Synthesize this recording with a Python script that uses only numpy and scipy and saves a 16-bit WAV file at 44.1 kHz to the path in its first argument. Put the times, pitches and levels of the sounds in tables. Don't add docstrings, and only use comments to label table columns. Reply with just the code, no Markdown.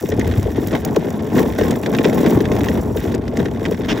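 import sys
import numpy as np
from scipy import signal
from scipy.fft import rfft, irfft
from scipy.io import wavfile
from scipy.ndimage import uniform_filter1d

SR = 44100
rng = np.random.default_rng(int(sys.argv[2]) if len(sys.argv) > 2 else 0)


def master(y):
    cut = np.clip(np.atleast_2d(y).T, -1, 1)
    pcm = np.round(cut * 32767)
    wavfile.write(sys.argv[1], SR, pcm.astype(np.int16))


N = 176400
BUMPS_PER_S, RATTLES_PER_S, IMPACT_SPREAD_DB = 380, 100, 1.5
CLACK_DECAY_S, TICK_DECAY_S = .0038, .0027
SIDE_DB = -16
LEFT_RIGHT = np.array([[1], [-1]])


def undb(db):
    return 10 ** (np.asarray(db) / 20)


def unit(x):
    return x / np.sqrt(np.mean(x ** 2))


def over_hz(points, hz):
    freqs, values = np.array(points, float).T
    return np.interp(np.log(hz + 1), np.log(freqs), values)


def fader(rows, column=1):
    points = np.array(rows)
    return undb(np.interp(np.arange(N) / SR, points[:, 0], points[:, column]))


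def through(x, response):
    hz = np.arange(N + 1) * SR / (2 * N)
    return irfft(rfft(x, 2 * N) * response(hz))[..., :N]


def colour(x, points):
    def response(hz):
        cepstrum = irfft(np.log(unit(undb(over_hz(points, hz)))))
        cepstrum[1:N] *= 2
        cepstrum[N + 1:] = 0
        return np.exp(rfft(cepstrum))
    return through(x, response)


def band(x, hz, width):
    b, a = signal.iirpeak(hz, hz / (2 * width), fs=SR)
    return signal.lfilter(b, a, signal.lfilter(b, a, x)) * np.sqrt(SR / (np.pi * width))


def crossover(dull, bright, hz=9500):
    return sum(signal.sosfilt(signal.butter(4, hz, side, fs=SR, output="sos"), x)
               for side, x in (("low", dull), ("high", bright)))


def steady(x, span_s=0.096):
    power = np.abs(uniform_filter1d(x ** 2, int(span_s * SR)))
    return x / np.sqrt(power + 1e-3 * np.mean(x ** 2))


def impacts(per_s, spread_db=IMPACT_SPREAD_DB):
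    lands = rng.random(N) < per_s / SR
    size = np.minimum(rng.exponential(size=N), 4)
    return lands * undb(spread_db * size)


def strikes(times, dbs):
    return np.bincount((times * SR).astype(int), undb(dbs), N)[:N]


def burst(hits, decay_s, rise_s=0):
    power = signal.lfilter([1], [1, -np.exp(-2 / (decay_s * SR))], hits ** 2 + 1e-18)
    return np.sqrt(np.abs(uniform_filter1d(power, 1 + int(rise_s * SR))))


def cracks(hits, decay_s):
    return burst(hits, decay_s) * rng.standard_normal(N)


def chirps(rows, rise_s, fall_s, glide_s):
    out = np.zeros(N)
    reach = SR // 25
    for crest, db, hz in rows:
        centre = int(crest * SR)
        i = np.arange(max(centre - reach, 0), min(centre + reach, N))
        t = i / SR - crest
        swell = np.exp(-.5 * np.abs(t / np.where(t < 0, rise_s, fall_s)) ** 3)
        cycles = hz * glide_s * (1 - np.exp(-t / glide_s))
        out[i] += undb(db) * swell * np.cos(2 * np.pi * cycles)
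    return out


def hollow(x, t60_s, ring_db):
    t = np.arange(SR // 2) / SR
    attack = 1 - np.exp(-t / 0.00076)
    tail = rng.standard_normal((2, len(t))) * undb(-60 * t / t60_s) * attack
    tail /= np.sqrt(np.sum(tail ** 2, axis=1, keepdims=True))
    return x + undb(ring_db) * signal.fftconvolve(np.atleast_2d(x), tail, axes=1)[:, :N]


# (frequency [Hz], relative level [dB], t60 [s])
AXLE_MODES = [(5680, 4.5, 0.04), (7480, 5, 0.03), (11150, 5, 0.012), (12840, -1, 0.06), (13290, 7, 0.018)]

def axle(x):
    t = np.arange(SR // 4) / SR
    ring = sum(undb(db - 60 * t / t60) / np.sqrt(t60) * np.sin(2 * np.pi * hz * t)
               for hz, db, t60 in AXLE_MODES)
    return signal.fftconvolve(x, ring / np.sqrt(np.sum(ring ** 2)))[:N]


# (time [s], rumble [dB], rattle [dB], grit [dB])
RIDE_FADERS = [(0.0, -32, -45.5, -45.5), (0.19, -22.5, -38.5, -56.5), (0.37, -24.5, -39, -47.5),
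               (0.44, -27, -44, -53.5), (0.7, -25, -40, -48.5), (0.75, -17.5, -32.5, -50),
               (0.81, -31.5, -47, -52), (0.85, -22.5, -41.5, -52), (1.31, -25, -44.5, -53.5),
               (1.39, -13, -26, -38), (1.44, -20, -41, -46.5), (1.57, -26.5, -40, -51.5),
               (1.6, -21, -34, -45.5), (1.71, -19, -34, -46.5), (1.82, -25, -51, -49),
               (1.89, -21, -39.5, -49), (2.3, -16, -35, -42.5), (2.46, -23, -44.5, -55),
               (2.52, -20, -41, -47.5), (2.73, -20.5, -37.5, -46.5), (2.93, -25.5, -55.5, -54.5),
               (2.98, -27, -39, -43.5), (3.14, -22, -40.5, -54.5), (3.21, -26.5, -50, -70),
               (3.35, -26.5, -47.5, -56), (3.4, -19, -36.5, -50.5), (3.51, -27.5, -46.5, -60),
               (3.68, -23, -41.5, -51), (3.85, -27, -40, -56), (3.91, -20, -45, -51), (4.0, -25, -35, -53)]
# (time [s], relative level [dB], extra brightness [dB])
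GRAIN_SNAPS = [(0.026, -38.5, -17), (0.0894, -32.5, -5), (0.101, -37, -13), (0.195, -31.5, -15),
               (0.276, -36, -7), (0.428, -35, -14), (0.6713, -29, -8), (0.8494, -24, -4.5),
               (0.9618, -32, -12), (1.104, -36.5, -13), (1.588, -33, -11), (1.709, -28, -14),
               (2.41, -39, 13), (3.148, -33, -18), (3.372, -33, -30), (3.7108, -34.5, -9)]
# (frequency [Hz], relative gain [dB])
GRIT_EQ = [(1500, 4.5), (4400, -3), (5700, 8), (7600, 3.5), (10000, -8), (11100, 3), (12400, 0),
           (15700, 10.5), (16400, -19)]

def grit():
    grains = impacts(per_s=270, spread_db=3.5)
    pressure = undb(2) * fader(RIDE_FADERS, column=3)
    crunch = steady(cracks(grains, TICK_DECAY_S), span_s=0.15)
    hiss = 0.17 * rng.standard_normal(N)
    sand = pressure * (crunch + hiss)
    sizzle = sand * unit(pressure) ** .4
    ring = axle(pressure * steady(cracks(grains, TICK_DECAY_S)))
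    times, snap_db, bright_db = np.array(GRAIN_SNAPS).T
    tilt_db = bright_db + 5
    low_db = snap_db + 7.5 - 10 * np.log10((1 + undb(tilt_db) ** 2) / 2)
    snap_lows = cracks(strikes(times, low_db), TICK_DECAY_S)
    snap_highs = cracks(strikes(times, low_db + tilt_db), TICK_DECAY_S)
    crackle = crossover(sand + snap_lows, sizzle + snap_highs)
    return colour(crackle, GRIT_EQ) + undb(-4) * ring


# (start [s], length [s], level [dB])
SKID_CUES = [(1.39, 0.041, -43), (3.884, 0.048, -22.5)]
# (frequency [Hz], relative gain [dB])
SKID_EQ = [(800, -4.5), (1700, -5.5), (3300, -3.5), (4300, -18), (5800, -12), (9000, -36)]

def skids():
    t = np.arange(N) / SR
    gate = sum(undb(db) * np.exp(-np.abs(2 * (t - start) / length - 1) ** 6)
               for start, length, db in SKID_CUES)
    slips = steady(cracks(impacts(per_s=1300, spread_db=-2.5), decay_s=0.0017), span_s=0.02)
    return gate * colour(slips, SKID_EQ)


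# (time [s], relative level [dB])
WHEEL_CLACKS = [(0.1215, -27.5), (0.2113, -29), (0.3133, -27), (0.577, -38), (0.729, -27), (0.751, -21),
                (0.9614, -21), (1.3931, -26), (1.5869, -24.5), (1.611, -22.5), (1.8332, -27.5),
                (1.8614, -21.5), (1.949, -21), (1.9861, -19), (2.0449, -18.5), (2.0517, -17.5),
                (2.0973, -27), (2.2626, -22), (2.308, -31), (2.405, -23), (2.454, -22.5), (2.517, -24.5),
                (2.565, -26.5), (2.6074, -24), (2.642, -27.5), (2.6852, -21), (2.972, -26), (3.1425, -26),
                (3.279, -28), (3.37, -26.5), (3.4564, -25), (3.6532, -22), (3.6602, -22.5), (3.975, -27)]
# (frequency [Hz], width [Hz], gain [dB])
WHEEL_RESONANCES = [(1000, 600, -9), (1733, 420, 1.5), (2450, 670, -5.5), (3480, 315, -5.5),
                    (5580, 1240, -10)]

def wheels(rise_s=0.00051):
    hits = impacts(RATTLES_PER_S)
    clacks = undb(-1.5) * strikes(*np.array(WHEEL_CLACKS).T)
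    effort = undb(-4) * fader(RIDE_FADERS, column=2)
    rattle = 0
    for hz, width, db in WHEEL_RESONANCES:
        share = undb(2.5 * rng.standard_normal(N))
        chatter = effort * steady(burst(hits * share, CLACK_DECAY_S, rise_s), span_s=0.116)
        blows = burst(clacks * np.sqrt(share), CLACK_DECAY_S, rise_s)
        ring = steady(band(rng.standard_normal(N), hz, width), span_s=CLACK_DECAY_S)
        rub = 0.4 * effort * band(rng.standard_normal(N), hz, width)
        rattle += undb(db) * (np.hypot(chatter, blows) * ring + rub)
    return hollow(rattle + skids(), t60_s=0.05, ring_db=-7)


# (time [s], relative level [dB])
BOOM_FADER = [(0.0, -38), (0.19, -17.5), (0.36, -19.5), (1.05, -33.5), (1.69, -23), (1.78, -33),
              (2.27, -27.5), (2.38, -22), (2.78, -22.5), (4.0, -29.5)]
# (frequency [Hz], relative gain [dB])
BOOM_EQ = [(20, -52), (48, -4), (92, 5), (135, 0), (190, -23), (400, -56)]
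# (crest time [s], level [dB], pitch at crest [Hz])
BODY_JOLTS = [(.235, -37, 80), (.274, -17.5, 172), (.385, -5, 107), (1.352, -17, 135), (2.369, -10.5, 128)]

def body():
    pushes = (impacts(BUMPS_PER_S) * rng.standard_normal(N) for _ in range(2))
    mid, side = (steady(colour(push, BOOM_EQ), span_s=0.14) for push in pushes)
    boom = mid + undb(SIDE_DB) / 2 * side * LEFT_RIGHT
    jolts = chirps(BODY_JOLTS, rise_s=0.0065, fall_s=0.01, glide_s=0.059)
    return undb(-1) * fader(BOOM_FADER) * boom + jolts


# (crest time [s], level [dB], pitch at crest [Hz])
HUB_SQUEAKS = [(.2142, -19.5, 2000)]

def squeak():
    return chirps(HUB_SQUEAKS, rise_s=0.0014, fall_s=0.002, glide_s=0.034)


# (frequency [Hz], width [Hz], gain [dB])
PANEL_RESONANCES = [(489, 94, -10), (667, 143, -14), (825, 65, -19.5), (1037, 37, -23)]

def clatter():
    hits = steady(cracks(impacts(RATTLES_PER_S), CLACK_DECAY_S))
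    ride = fader(RIDE_FADERS, column=1)
    force = ride * unit(ride) ** .45
    return sum(undb(db) * band(force * hits, hz, width) for hz, width, db in PANEL_RESONANCES)


# (frequency [Hz], relative gain [dB])
SHELL_EQ = [(70, -28), (130, -4), (235, 1), (330, -3), (460, -5.5), (580, -10), (1300, -30.5),
            (6000, -61.5)]

def rumble(travel_s=.011, at_hz=400):
    pushes = impacts(BUMPS_PER_S) * np.sign(rng.standard_normal(N))
    bent = through(pushes, lambda hz: np.exp(-4j * np.pi * travel_s * np.sqrt(at_hz * hz)))
    return steady(colour(bent, SHELL_EQ), span_s=0.13)


# (crest time [s], relative level [dB], pitch at crest [Hz])
SHELL_KNOCKS = [(0.042, -13, 368), (0.095, -17.5, 420), (0.128, -15.5, 467), (0.193, -14, 313),
                (0.467, -14.5, 424), (0.486, -19.5, 477), (0.5866, -9.5, 363), (0.6306, -15.5, 340),
                (0.737, -18.5, 530), (0.973, -5.5, 422), (1.3527, -9.5, 270), (1.3964, -18, 410),
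                (1.415, -9.5, 343), (1.594, -14, 532), (1.6181, -9, 440), (1.9989, -9.5, 272),
                (2.0609, -7, 400), (2.182, -13, 326), (2.2392, -10.5, 315), (2.257, -13, 360),
                (2.3187, -11, 295), (2.3778, -7.5, 327), (2.414, -14, 346), (2.5213, -11.5, 426),
                (2.786, -14, 370), (2.965, -15, 436), (3.045, -18.5, 320), (3.151, -15, 327),
                (3.34, -18.5, 462), (3.4063, -16.5, 427), (3.4669, -16.5, 395), (3.7222, -11.5, 406),
                (3.803, -17, 388)]

def knocks(rise_s=0.0056, fall_s=0.0042, glide_s=0.019, lead_s=0.0042):
    main_waves = chirps(SHELL_KNOCKS, rise_s, fall_s, glide_s)
    overtones = [(crest - lead_s, 1.7 * db - 9, 2.15 * hz) for crest, db, hz in SHELL_KNOCKS]
    fast_waves = chirps(overtones, rise_s / 2, fall_s / 2, glide_s / 2)
    return undb(1.5) * (main_waves + fast_waves)


def shell():
    stereo_rumble = rumble() + undb(SIDE_DB) * rumble() * LEFT_RIGHT
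    rolling = undb(1.5) * fader(RIDE_FADERS, column=1) * stereo_rumble
    return hollow(rolling + clatter() + knocks() + squeak(), t60_s=0.059, ring_db=-9)


# (frequency [Hz], left minus right [dB])
MIC_BALANCE = [(60, .3), (300, 3.3), (700, 1), (1290, -2), (2380, -1.5), (4400, 0)]
# (frequency [Hz], lead of the left [rad])
MIC_PHASE = [(100, 0), (700, -.55), (1500, -.6), (2700, .6), (4400, 0)]

def scene():
    def microphones(hz):
        gain = undb(LEFT_RIGHT / 2 * over_hz(MIC_BALANCE, hz))
        phase = LEFT_RIGHT / 2 * over_hz(MIC_PHASE, hz)
        return gain * np.exp(1j * phase)
    return through(body() + shell() + wheels() + grit(), microphones)


def record(dry, top_hz=15850):
    rounded = dry / (1 + dry ** 6) ** (1 / 6)
    return signal.sosfilt(signal.ellip(10, .2, 80, top_hz, fs=SR, output="sos"), rounded)


dry = scene()
out = record(dry)
master(out)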